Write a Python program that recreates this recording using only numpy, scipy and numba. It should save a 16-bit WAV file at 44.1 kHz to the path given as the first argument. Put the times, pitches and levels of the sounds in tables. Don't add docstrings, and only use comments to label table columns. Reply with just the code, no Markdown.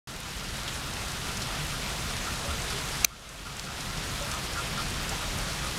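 import sys
import numpy as np
from scipy import signal
from scipy.fft import rfft, irfft
from scipy.io import wavfile
from scipy.ndimage import uniform_filter1d
from numba import njit

SR = 44100
rng = np.random.default_rng(int(sys.argv[2]) if len(sys.argv) > 2 else 0)


def master_out(mix):
    frames = np.transpose(np.atleast_2d(mix))
    ceiling = np.clip(frames, -1, 1)
    pcm = np.round(ceiling * 32767).astype(np.int16)
    wavfile.write(sys.argv[1], SR, pcm)


N = 254898
T = np.arange(N) / SR
BIN_HZ = np.maximum(np.fft.rfftfreq(N, 1 / SR), 1)


def undb(db):
    return 10 ** (np.asarray(db) / 20)


def set_rms(x, db):
    return x * undb(db) / np.sqrt(np.mean(x ** 2))


def wander(rate_hz):
    hold = int(SR / rate_hz)
    steps = np.repeat(rng.standard_normal(N // hold + 2), hold)
    return set_rms(uniform_filter1d(uniform_filter1d(steps, hold), hold)[:N], 0)


def colour(x, spectrum):
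    hz, db = np.transpose(spectrum)
    return irfft(rfft(x) * undb(np.interp(np.log(BIN_HZ), np.log(hz), db)), N)


def resonate(x, hz, width_hz):
    return signal.lfilter(*signal.iirpeak(hz, hz / width_hz, fs=SR), x)


def add(out, at_s, sound):
    i = int(np.clip(at_s * SR, 0, N - 1))
    out[i:i + len(sound)] += sound[:N - i]


def swell_db(steady_db=.55, fade_db=7.2, settle_s=.68):
    return steady_db - fade_db * np.exp(-T / settle_s)


# (frequency [Hz], gain [dB])
WASH_SPECTRUM = [(120, -4.5), (300, 0.1), (500, -0.2), (850, 0.24), (1300, 1.2), (2000, -0.5), (3200, -0.9),
                 (5000, -3.5), (7000, -7), (10000, -10.5), (12500, -16), (15000, -23.5), (16000, -33)]
def far_wash(flicker_db, flutter_db):
    noise = rfft(rng.standard_normal(N))
    half_octave = np.floor(2 * np.log2(np.maximum(BIN_HZ, 128)))
    wash = sum(irfft(noise * (half_octave == band), N) * undb(flicker_db * wander(28))
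               for band in np.unique(half_octave))
    return colour(wash * undb(flutter_db * wander(60)), WASH_SPECTRUM)


def patter(drops_per_s, low_hz, high_hz, decay_cycles, spread_db, cap_db):
    out, t = np.zeros(N), T[:1024]
    for when, pitch, size, length, polarity in rng.random((int(drops_per_s * N / SR), 5)):
        hz = low_hz * (high_hz / low_hz) ** pitch
        db = min(-spread_db * np.log(1 - size), cap_db)
        ring = np.exp(-t * hz / (decay_cycles * (.5 + length))) * np.sin(2 * np.pi * hz * t)
        add(out, when * N / SR, undb(db) * ring * np.sign(polarity - .5))
    return out


def wall_scatter(x, tail_db, decay_s):
    tail = rng.standard_normal(4096) * np.exp(-T[:4096] / decay_s)
    return x + undb(tail_db) * signal.fftconvolve(x, tail / np.linalg.norm(tail))[:N]


# (frequency [Hz], gain [dB])
DROP_TREBLE_ROLLOFF = [(1500, -3), (3000, 0), (9500, 0), (12000, -3), (14000, -8), (15200, -12),
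                       (16000, -22)]
def leaf_ticks():
    ticks = patter(drops_per_s=900, low_hz=2780, high_hz=13500, decay_cycles=.83,
                   spread_db=4.8, cap_db=19.5)
    return colour(wall_scatter(ticks, tail_db=-5, decay_s=.005), DROP_TREBLE_ROLLOFF)


def shingle_taps():
    taps = patter(drops_per_s=220, low_hz=400, high_hz=2000, decay_cycles=1.17, spread_db=3, cap_db=11)
    return wall_scatter(taps, tail_db=-2, decay_s=.014)


# (frequency [Hz], gain [dB])
RUMBLE_SPECTRUM = [(15, -15), (28, -4), (48, 1.5), (70, -1.5), (100, -5.5), (145, -2.5), (200, -8.5),
                   (280, -16.5), (450, -31.5), (2000, -72)]
def outdoor_rumble(waver_db):
    return colour(rng.standard_normal(N), RUMBLE_SPECTRUM) * undb(waver_db * wander(7))


# (frequency [Hz], width [Hz], relative level [dB])
PIPE_MODES = [(1066, 25, -12), (1162, 30, -10), (1247, 22, -3), (1297, 25, -6), (1381.5, 20, 0),
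              (1460, 36, -12), (1580, 70, -11), (2000, 60, -19)]
def pipe_ring(water):
    drive = resonate(water, hz=1360, width_hz=800)
    return sum((-1) ** k * set_rms(resonate(drive, hz, width_hz), db)
               for k, (hz, width_hz, db) in enumerate(PIPE_MODES))


# (start [s], end [s])
LIGHT_DRIP_RUNS = [(.397, 1.8), (2.036, 3.2), (3.449, 5.75)]
# (time [s], relative level [dB])
HEAVY_DRIPS = [(1.268, -7), (1.71, -7), (2.259, -4.5), (2.475, -4), (2.688, -4), (3.09, -3.5), (3.445, -1),
               (3.662, -1), (4.318, -2.5), (4.548, 3), (4.765, 2), (5.208, -2.5), (5.632, -2)]
def downpipe(trickle_db, light_db, spread_db, period_s, rise_s, splash_s, decay_s):
    trickle = undb(trickle_db + swell_db() + 2.5 * wander(14))
    t = T[:12000]
    spatter = (1 - np.exp(-t / rise_s)) * np.exp(-np.maximum(t - splash_s, 0) / decay_s)
    light, heavy = np.zeros((2, N))
    for start_s, end_s in LIGHT_DRIP_RUNS:
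        for at_s in np.arange(start_s, end_s, period_s):
            add(light, at_s, undb(light_db + spread_db * rng.standard_normal()) * spatter)
    for at_s, db in HEAVY_DRIPS:
        add(heavy, at_s, undb(db) * spatter)
    flow = trickle + np.maximum(light, heavy)
    return pipe_ring(flow * rng.standard_normal(N))


# (time [s], relative level [dB], centre [Hz], decay [s])
FAT_DROPS = [(.678, -33, 3200, .017), (1.1185, -33, 7000, .002), (1.371, -31, 6000, .005),
             (1.420, -34, 4500, .012), (2.167, -29, 4500, .0015), (2.703, -33, 4500, .008),
             (3.290, -31, 6500, .005), (3.568, -28, 7000, .0015), (3.5954, -22, 5200, .0015),
             (3.807, -27, 5500, .002), (4.3143, -28, 5500, .004), (5.092, -31.5, 6500, .0083)]
def splats(spray_db, spray_s, small_per_s, small_db, small_mean_hz, small_mean_s):
    out, t = np.zeros(N), T[:4096]
    small_drops = [(when * N / SR, small_db, small_mean_hz * (.5 + pitch), small_mean_s * (.5 + length))
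                   for when, pitch, length in rng.random((int(small_per_s * N / SR), 3))]
    for at_s, db, hz, decay_s in FAT_DROPS + small_drops:
        burst = set_rms(resonate(rng.standard_normal(len(t)), hz, width_hz=.5 * hz), db)
        envelope = np.exp(-t / decay_s) + undb(spray_db) * np.exp(-t / spray_s)
        add(out, at_s, burst * envelope)
    return colour(out, DROP_TREBLE_ROLLOFF)


# (time [s], relative level [dB], pitch [Hz])
GUTTER_DROPS = [(1.585, -32, 150), (2.45, -36, 569), (2.47, -30.5, 74), (2.738, -37, 400),
                (2.805, -36, 996), (4.208, -31.5, 572), (5.02, -33.5, 162.4)]
def gutter_plops(ref_decay_s, ref_hz, rise_share):
    out, t = np.zeros(N), T[:16000]
    for at_s, db, hz in GUTTER_DROPS:
        decay_s = ref_decay_s * np.sqrt(ref_hz / hz)
        envelope = (1 - np.exp(-t / (rise_share * decay_s))) * np.exp(-t / decay_s)
        add(out, at_s, undb(db) * envelope / envelope.max() * np.sin(2 * np.pi * hz * t))
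    return out


# (time [s], relative level [dB])
SHELL_CLICKS = [(3.0443, -17), (3.0453, -13), (3.0464, -11), (3.0472, 2), (3.0477, -2), (3.0486, -6),
                (3.0505, -10)]
# (frequency [Hz], relative level [dB], decay [s])
SHELL_MODES = [(620, -20, 0.0013), (1080, -19, 0.0014), (2380, -13, 0.0014), (2850, -16, 0.0013),
               (4050, -12, 0.0014), (4650, -13, .0012), (6100, -5, .0011), (7200, -11.5, 0.0013),
               (8320, -16, .0008), (10900, -18, .0005), (13940, -9, .0004), (15200, -12, .0004)]
def handling_click(crack_db, crack_s):
    out, t = np.zeros(N), T[:1024]
    ring = sum((-1) ** k * undb(db) * np.exp(-t / decay_s) * np.sin(2 * np.pi * hz * t)
               for k, (hz, db, decay_s) in enumerate(SHELL_MODES))
    for at_s, db in SHELL_CLICKS:
        crack = undb(crack_db) * np.exp(-t / crack_s) * rng.standard_normal(len(t))
        add(out, at_s, undb(db) * (ring + crack))
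    return out


@njit
def peak_detector(excess, attack_share, release_share, hold_samples):
    out, charge, wait = np.empty(len(excess)), 0., 0.
    for i in range(len(excess)):
        if excess[i] > charge:
            charge += (excess[i] - charge) * attack_share
            wait = hold_samples
        elif wait > 0:
            wait -= 1
        else:
            charge -= charge * release_share
        out[i] = charge
    return out


def gain_control(x, threshold_db, depth, lag_s, hold_s, release_s):
    power = signal.lfilter([1 / 128], [1, 1 / 128 - 1], x ** 2)
    excess = np.maximum(np.sqrt(power) - undb(threshold_db), 0)
    held = peak_detector(excess, 0.46, 1 / (release_s * SR), hold_s * SR)
    slew = 1 / (lag_s * SR)
    duck_nepers = signal.lfilter([slew], [1, slew - 1], np.log1p(depth * held))
    return x * np.exp(-duck_nepers)


def scene():
    wash = set_rms(far_wash(flicker_db=.85, flutter_db=.5), -35.5)
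    leaves = set_rms(leaf_ticks(), -46)
    shingles = set_rms(shingle_taps(), -50)
    rumble = set_rms(outdoor_rumble(waver_db=.85), -37.5)
    rain = (wash + leaves + shingles + rumble) * undb(swell_db())
    pipe = downpipe(trickle_db=-18, light_db=-12.5, spread_db=2, period_s=.219,
                    rise_s=.004, splash_s=.028, decay_s=.012)
    drops = splats(spray_db=-19.5, spray_s=.014,
                   small_per_s=3, small_db=-36, small_mean_hz=8000, small_mean_s=.003)
    plops = gutter_plops(ref_decay_s=.022, ref_hz=400, rise_share=.45)
    click = handling_click(crack_db=-12.5, crack_s=.00092)
    mono = rain + set_rms(pipe, -46.5) + drops + undb(-2) * plops + undb(1) * click
    return np.array([mono, mono])


def record(dry):
    start_s, ceiling, cutoff_hz = .0725, .62, 16000
    ducked = gain_control(dry[0], threshold_db=-22, depth=12, lag_s=.0051, hold_s=.062, release_s=.31)
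    rounded = ceiling * np.tanh(ducked / ceiling) * (T >= start_s)
    mono = signal.sosfilt(signal.ellip(10, .2, 80, cutoff_hz, fs=SR, output="sos"), rounded)
    return np.array([mono, mono])


dry = scene()
out = record(dry)
master_out(out)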